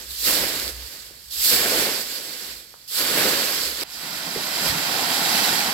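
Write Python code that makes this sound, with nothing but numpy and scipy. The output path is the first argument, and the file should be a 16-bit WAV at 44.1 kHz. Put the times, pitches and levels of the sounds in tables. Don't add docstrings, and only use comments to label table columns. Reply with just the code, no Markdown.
import sys
import numpy as np
from scipy import signal
from scipy.fft import rfft, irfft, next_fast_len
from scipy.io import wavfile
from scipy.ndimage import uniform_filter1d

SR = 44100
rng = np.random.default_rng(int(sys.argv[2]) if len(sys.argv) > 2 else 0)


def digitize_waveform(pressure):
    field = np.atleast_2d(pressure).T
    bounded = np.clip(field, -1, 1)
    quanta = np.round(bounded * 32767).astype(np.int16)
    wavfile.write(sys.argv[1], SR, quanta)


def ratio_of_db(decibels):
    return 10 ** (np.asarray(decibels, float) / 20)


N = 252693
TIME_S = np.arange(N) / SR
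FREQ_HZ = np.fft.rfftfreq(next_fast_len(N + 4096, True), 1 / SR)
SPOT_CHANGE_S = 3.836

# [t/s, part/1]
PARTS = [(2.870, 0), (2.878, 1), (3.8358, 1), (3.8362, 2), (4.5, 2), (5.1, 3)]
# [t/s, effort/dB, load of leaves/dB]
STROKES = [
    [(0, -41.5, -6), (.07, -44.5, -15), (.11, -38.5, -19), (.175, -37.5, -24), (.215, -32, -26),
     (.275, -24, -9), (.5, -32, -2), (.69, -34, -10.5), (.73, -42.5, -11), (.94, -42, -12),
     (1.06, -46, -12), (1.14, -50, -10.5), (1.303, -48.5, -23)],
    [(1.309, -40, -28), (1.335, -36, -26), (1.365, -35, -25), (1.45, -24.5, -22), (1.495, -22.5, -20.5),
     (1.52, -22.5, -11.5), (1.66, -28, -3.5), (1.81, -26, -5), (1.87, -30, -2), (2.01, -31, -11),
     (2.045, -35.5, -11), (2.165, -34, -12.5), (2.21, -38.5, -8), (2.37, -38, -12), (2.5, -39, -9),
     (2.68, -51.5, -11.5), (2.875, -53.5, -14.5)],
    [(2.878, -43.5, -36), (2.913, -36, -25), (2.97, -28, -18.5), (2.995, -28, -8), (3.13, -29.5, -2),
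     (3.19, -26, -1), (3.67, -31, -11), (3.76, -35.5, -12.5), (3.815, -33, -8), (3.835, -33, -6)],
    [(3.837, -52.5, 0.5), (3.92, -40.5, -14), (4.04, -37, -6), (4.3, -35, -6), (4.59, -30.5, -6),
     (4.685, -25, -7), (4.725, -30, -4), (4.89, -30, -4), (5.12, -28, -4), (5.25, -27.5, -5.5),
     (5.35, -25, -5), (5.56, -26.5, -4.5), (5.72, -30.5, -2.5)],
]
# [f/Hz, level/dB]
SCRATCH_COLOUR = [(5000, -55), (7500, -5), (9000, -3.5), (11000, 0), (13000, 1.5), (16000, -2.5)]
FIZZ_COLOUR = [(1500, -22), (3000, -3.5), (5000, 3.5), (7500, 0), (9000, -12.5), (12000, -33)]
# [f/Hz, level/dB]
RUSTLE_COLOURS = [
    [(600, -18.5), (1050, -9.5), (1600, 1), (2200, -1.5), (2900, -3), (4500, -13.5), (7000, -47)],
    [(600, -16.5), (1050, -5.5), (1550, 1.5), (2200, -2), (2900, -3), (4500, -10), (7000, -29)],
    [(600, -28), (1100, -9), (1450, 1), (1900, -2), (2300, -1.5), (2800, -3.5), (4500, -8.5), (7000, -20.5)],
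]
# [f/Hz, level/dB]
DRAG_COLOURS = [
    [(70, -13), (160, -8.5), (260, -2.5), (400, -1), (530, 0.5), (750, -5), (1050, -10), (1600, -17.5)],
    [(60, -30), (160, -1.5), (300, -2), (430, -8.5), (650, -3), (1050, -1.5), (1600, -32)],
    [(70, -20), (240, -3), (430, -9), (600, -9), (800, 0.5), (1100, -5.5), (1600, -46)],
]
SCRATCH_OVER_EFFORT_DB = [-3.5, -4.5, -7, -5.5]
RUSTLE_OVER_EFFORT_DB = [-1, 0, 0, 0]
# [t/s, peak/dB]
SNAPS = [(0.106, -16), (.598, -11), (0.6782, -14), (.695, -20), (.8335, -26), (1.403, -13), (1.418, -14),
         (1.446, -6), (1.4965, -12), (2.705, -32), (2.8775, -30), (3.81, -11), (3.832, -15), (4.686, -14),
         (5.3014, -12), (5.3274, -13), (5.444, -14)]
# [f/Hz, gain/dB]
SNAP_COLOUR = [(800, -25), (1600, -9), (4500, 3.5), (8000, -4), (13000, -3), (16000, -10)]
# [t/s, peak/dB, f/Hz, length/cycles]
KNOCKS = [(1.1035, -45, 750, 1.2), (1.1106, -41, 400, 1.2), (2.7414, -32, 1000, 0.83),
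          (4.363, -21.5, 420, 2.4), (4.371, -29.5, 200, 0.76), (4.701, -33, 82, 1.5),
          (4.73, -29.5, 123, 1.3), (4.76, -31.5, 160, 2.8)]
# [f/Hz, level/dB]
LOW_COLOUR = [(15, -35), (35, -12), (52, 3.5), (62, 7.5), (78, -11), (95, -13), (200, -32)]
WASH_COLOUR = [(60, -8), (130, -0.5), (500, -23), (1000, -14)]
# [t/s, level/dB]
TRAFFIC_LEVEL = [(0, -49.5), (1.5, -54.5), (2.0, -65), (3.4, -64.5), (4.2, -61), (5.7, -69)]
# [t/s, rise/dB, half-length/s]
LOW_THUDS = [(0.663, 9, 0.2), (1.56, 7, 0.074), (1.8, 6, .1), (2.55, 12, 0.094), (3.3, 5, .15),
             (3.688, 14, .12), (4.716, 17, 0.093), (5.35, 4, .1)]
# [delay/s, level/dB]
GROUND = [(.0009, -30), (.00155, -15)]
# [f/Hz, left gain/dB, right gain/dB]
PORTS = [(40, -8, -7), (148, 0.8, 2.5), (2270, -0.5, 2), (3350, -3, 5), (4650, -8.5, 8), (5470, -8, 3),
         (6300, -8, -2), (8120, 0, 3.5), (8660, -4.5, 2), (9200, 2.5, -5), (10850, 1, 2), (12400, 3, 6.5),
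         (15000, -0.5, -1), (15700, 0, -5)]
# [f/Hz, left-right likeness/1, phase of right against left/rad]
PORT_MATCH = [
    [(60, 1, 0.5), (500, 0.96, 0), (890, 0.34, 0), (1450, 0.6, -1.85), (2000, 0.34, -1), (2840, 0.16, 1.5),
     (4360, 0.38, -1), (6100, 0, -3.5)],
    [(200, 0.98, 0), (784, 0.72, 0), (1360, 0.12, 1.8), (2000, 0.05, 0), (2540, 0.9, 2), (4500, 0.38, -1),
     (5940, 0.24, 2.5), (7700, 0.3, 1.5), (9700, 0.57, 1), (15000, 0.06, 1)],
]


def evened(x):
    return x / np.sqrt(np.mean(x ** 2) + 1e-20)


def over_time(points):
    return np.interp(TIME_S, *np.transpose(points))


def over_freq(points, column=1):
    table = np.transpose(points)
    return np.interp(np.log(FREQ_HZ + 1), np.log(table[0] + 1), table[column])


def at_ports(pair, colour_db, spot=0):
    delay_s, echo_db = GROUND[spot]
    echo = 1 + ratio_of_db(echo_db) * np.exp(-2j * np.pi * FREQ_HZ * delay_s)
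    a, b = rfft(pair, 2 * len(FREQ_HZ) - 2) * ratio_of_db(colour_db) * echo
    likeness = np.clip(over_freq(PORT_MATCH[spot]), 0, 1)
    turn = np.exp(1j * over_freq(PORT_MATCH[spot], column=2))
    left = a * ratio_of_db(over_freq(PORTS, column=1))
    right = likeness * turn * a + np.sqrt(1 - likeness ** 2) * b
    right = right * ratio_of_db(over_freq(PORTS, column=2))
    return irfft([left, right])[:, :N]


def burst(decay_s):
    t_s = np.arange(900) / SR
    return rng.standard_normal((2, len(t_s))) * np.exp(-t_s / decay_s)


def rumble():
    wash_db = -58
    level_db = over_time(TRAFFIC_LEVEL)
    for s, rise_db, half_length_s in LOW_THUDS:
        level_db = level_db + rise_db * np.exp(-((TIME_S - s) / half_length_s) ** 2)
    low = at_ports(rng.standard_normal((2, N)), over_freq(LOW_COLOUR))
    wash = at_ports(rng.standard_normal((2, N)), over_freq(WASH_COLOUR))
    return ratio_of_db(level_db) * low / low.mean(0).std() + ratio_of_db(wash_db) * evened(wash)


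def knocks():
    pushes = np.zeros(N)
    for s, peak_db, hz, cycles in KNOCKS:
        turns = (TIME_S - s) * hz
        envelope = np.exp(-np.minimum((2 * turns / cycles) ** 2, 50))
        pushes -= ratio_of_db(peak_db) * envelope * np.cos(2 * np.pi * turns)
    t_s = np.arange(3000) / SR
    scatter = rng.standard_normal((2, len(t_s))) * ratio_of_db(-60 * t_s / 0.17) * (t_s > 0.002)
    scatter /= np.linalg.norm(scatter[0])
    scattered = signal.oaconvolve(pushes[None], scatter, axes=1)[:, :N]
    balance_db = [[-1.2], [1.2]]
    return (pushes + ratio_of_db(-2) * scattered) * ratio_of_db(balance_db)


def snaps():
    decay_s, rise_s = 0.0018, 0.0004
    out = np.zeros((2, N + 900))
    for s, peak_db in SNAPS:
        puff = burst(decay_s) * np.minimum(np.arange(900) / SR / rise_s, 1)
        start = round(s * SR)
        out[:, start:start + 900] += ratio_of_db(peak_db) * puff / abs(puff).max()
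    return at_ports(out[:, :N], over_freq(SNAP_COLOUR))


def crackle(per_s, spread_db, decay_s, blur):
    size = ratio_of_db(spread_db * np.minimum(rng.exponential(1, N), 5)) * (rng.random(N) < per_s / SR)
    shape = rng.integers(0, 8, N)
    grains = np.zeros((2, N))
    for k in range(8):
        hits = size * (shape == k)
        grains += signal.oaconvolve(hits[None], burst(decay_s), axes=1)[:, :N]
    return np.sqrt(1 - blur) * evened(grains) + np.sqrt(blur) * rng.standard_normal((2, N))


def patchy(x, patch_db, surge_db):
    z = signal.stft(x, nperseg=512, noverlap=384)[2]
    field = rng.standard_normal(z.shape[:0:-1]).T
    field = uniform_filter1d(field, size=8, axis=0)
    patches = evened(uniform_filter1d(field, size=16, axis=1))
    surges = evened(uniform_filter1d(rng.standard_normal(z.shape[2]), size=9))
    z = z * ratio_of_db(patch_db * patches + surge_db * surges)
    return signal.istft(z, nperseg=512, noverlap=384)[1][:, :N]


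def layer(drive, colours, level_db, lo_hz, hi_hz):
    band = signal.butter(4, [lo_hz, hi_hz], "band", fs=SR, output="sos")
    part = over_time(PARTS)
    out = np.zeros((2, N))
    for k, colour in enumerate(colours):
        sound = at_ports(drive, over_freq(colour), spot=k // 2)
        weight = np.clip(1 - abs(part - k), 0, 1)
        out += weight * sound / signal.sosfilt(band, sound.mean(0)).std()
    return ratio_of_db(level_db) * out


def by_part(values):
    return np.interp(over_time(PARTS), np.arange(len(values)), values)


def sweeping():
    memory_s = 0.3
    spots = np.concatenate(STROKES[:3]).T, np.transpose(STROKES[3])
    effort_db = np.array([np.interp(TIME_S, rows[0], rows[1]) for rows in spots])
    load_db = np.array([np.interp(TIME_S, rows[0], rows[2]) for rows in spots])
    keep = np.exp(-1 / (memory_s * SR))
    growth_db = signal.lfilter([keep, -keep], [1, -keep], effort_db - effort_db[:, :1])
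    return [np.where(TIME_S < SPOT_CHANGE_S, *pair) for pair in (effort_db, load_db, growth_db)]


def drag(effort_db, load_db):
    grains = crackle(per_s=400, spread_db=2.5, decay_s=0.0032, blur=0.73)
    grains = patchy(grains, patch_db=1.25, surge_db=0.37)
    return layer(grains, DRAG_COLOURS[:1] + DRAG_COLOURS, effort_db + load_db, lo_hz=150, hi_hz=900)


def rustle(effort_db, load_db):
    grains = crackle(per_s=900, spread_db=2.5, decay_s=0.003, blur=0.72)
    grains = patchy(grains, patch_db=-0.2, surge_db=0.3)
    level_db = effort_db + by_part(RUSTLE_OVER_EFFORT_DB) + 0.59 * load_db
    return layer(grains, RUSTLE_COLOURS + RUSTLE_COLOURS[2:], level_db, lo_hz=1100, hi_hz=3200)


def fizz_and_scratch(effort_db, load_db, growth_db):
    grains = crackle(per_s=1500, spread_db=3.0, decay_s=0.0014, blur=0.87)
    grains = patchy(grains, patch_db=1.0, surge_db=0.49)
    bite_db = 0.25 * np.maximum(growth_db, 0) + 0.12 * np.minimum(growth_db, 0)
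    scratch_db = effort_db + by_part(SCRATCH_OVER_EFFORT_DB) + bite_db - 0.05 * load_db
    return (layer(grains, 4 * [FIZZ_COLOUR], effort_db, lo_hz=3300, hi_hz=8500)
            + layer(grains, 4 * [SCRATCH_COLOUR], scratch_db, lo_hz=8500, hi_hz=15500))


def leaves():
    effort_db, load_db, growth_db = sweeping()
    high = fizz_and_scratch(effort_db, load_db, growth_db)
    return high + rustle(effort_db, load_db) + drag(effort_db, load_db)


def scene():
    return leaves() + snaps() + knocks() + rumble()


def top_cut(x):
    return signal.sosfilt(signal.butter(12, 16060, fs=SR, output="sos"), x)


def record(dry):
    edge_hz = 15890
    edge = signal.firwin(2047, edge_hz, window=("kaiser", 9), fs=SR)
    mix = signal.oaconvolve(dry, edge[None], "same", axes=1)
    return top_cut(mix)


dry = scene()
out = record(dry)
digitize_waveform(out)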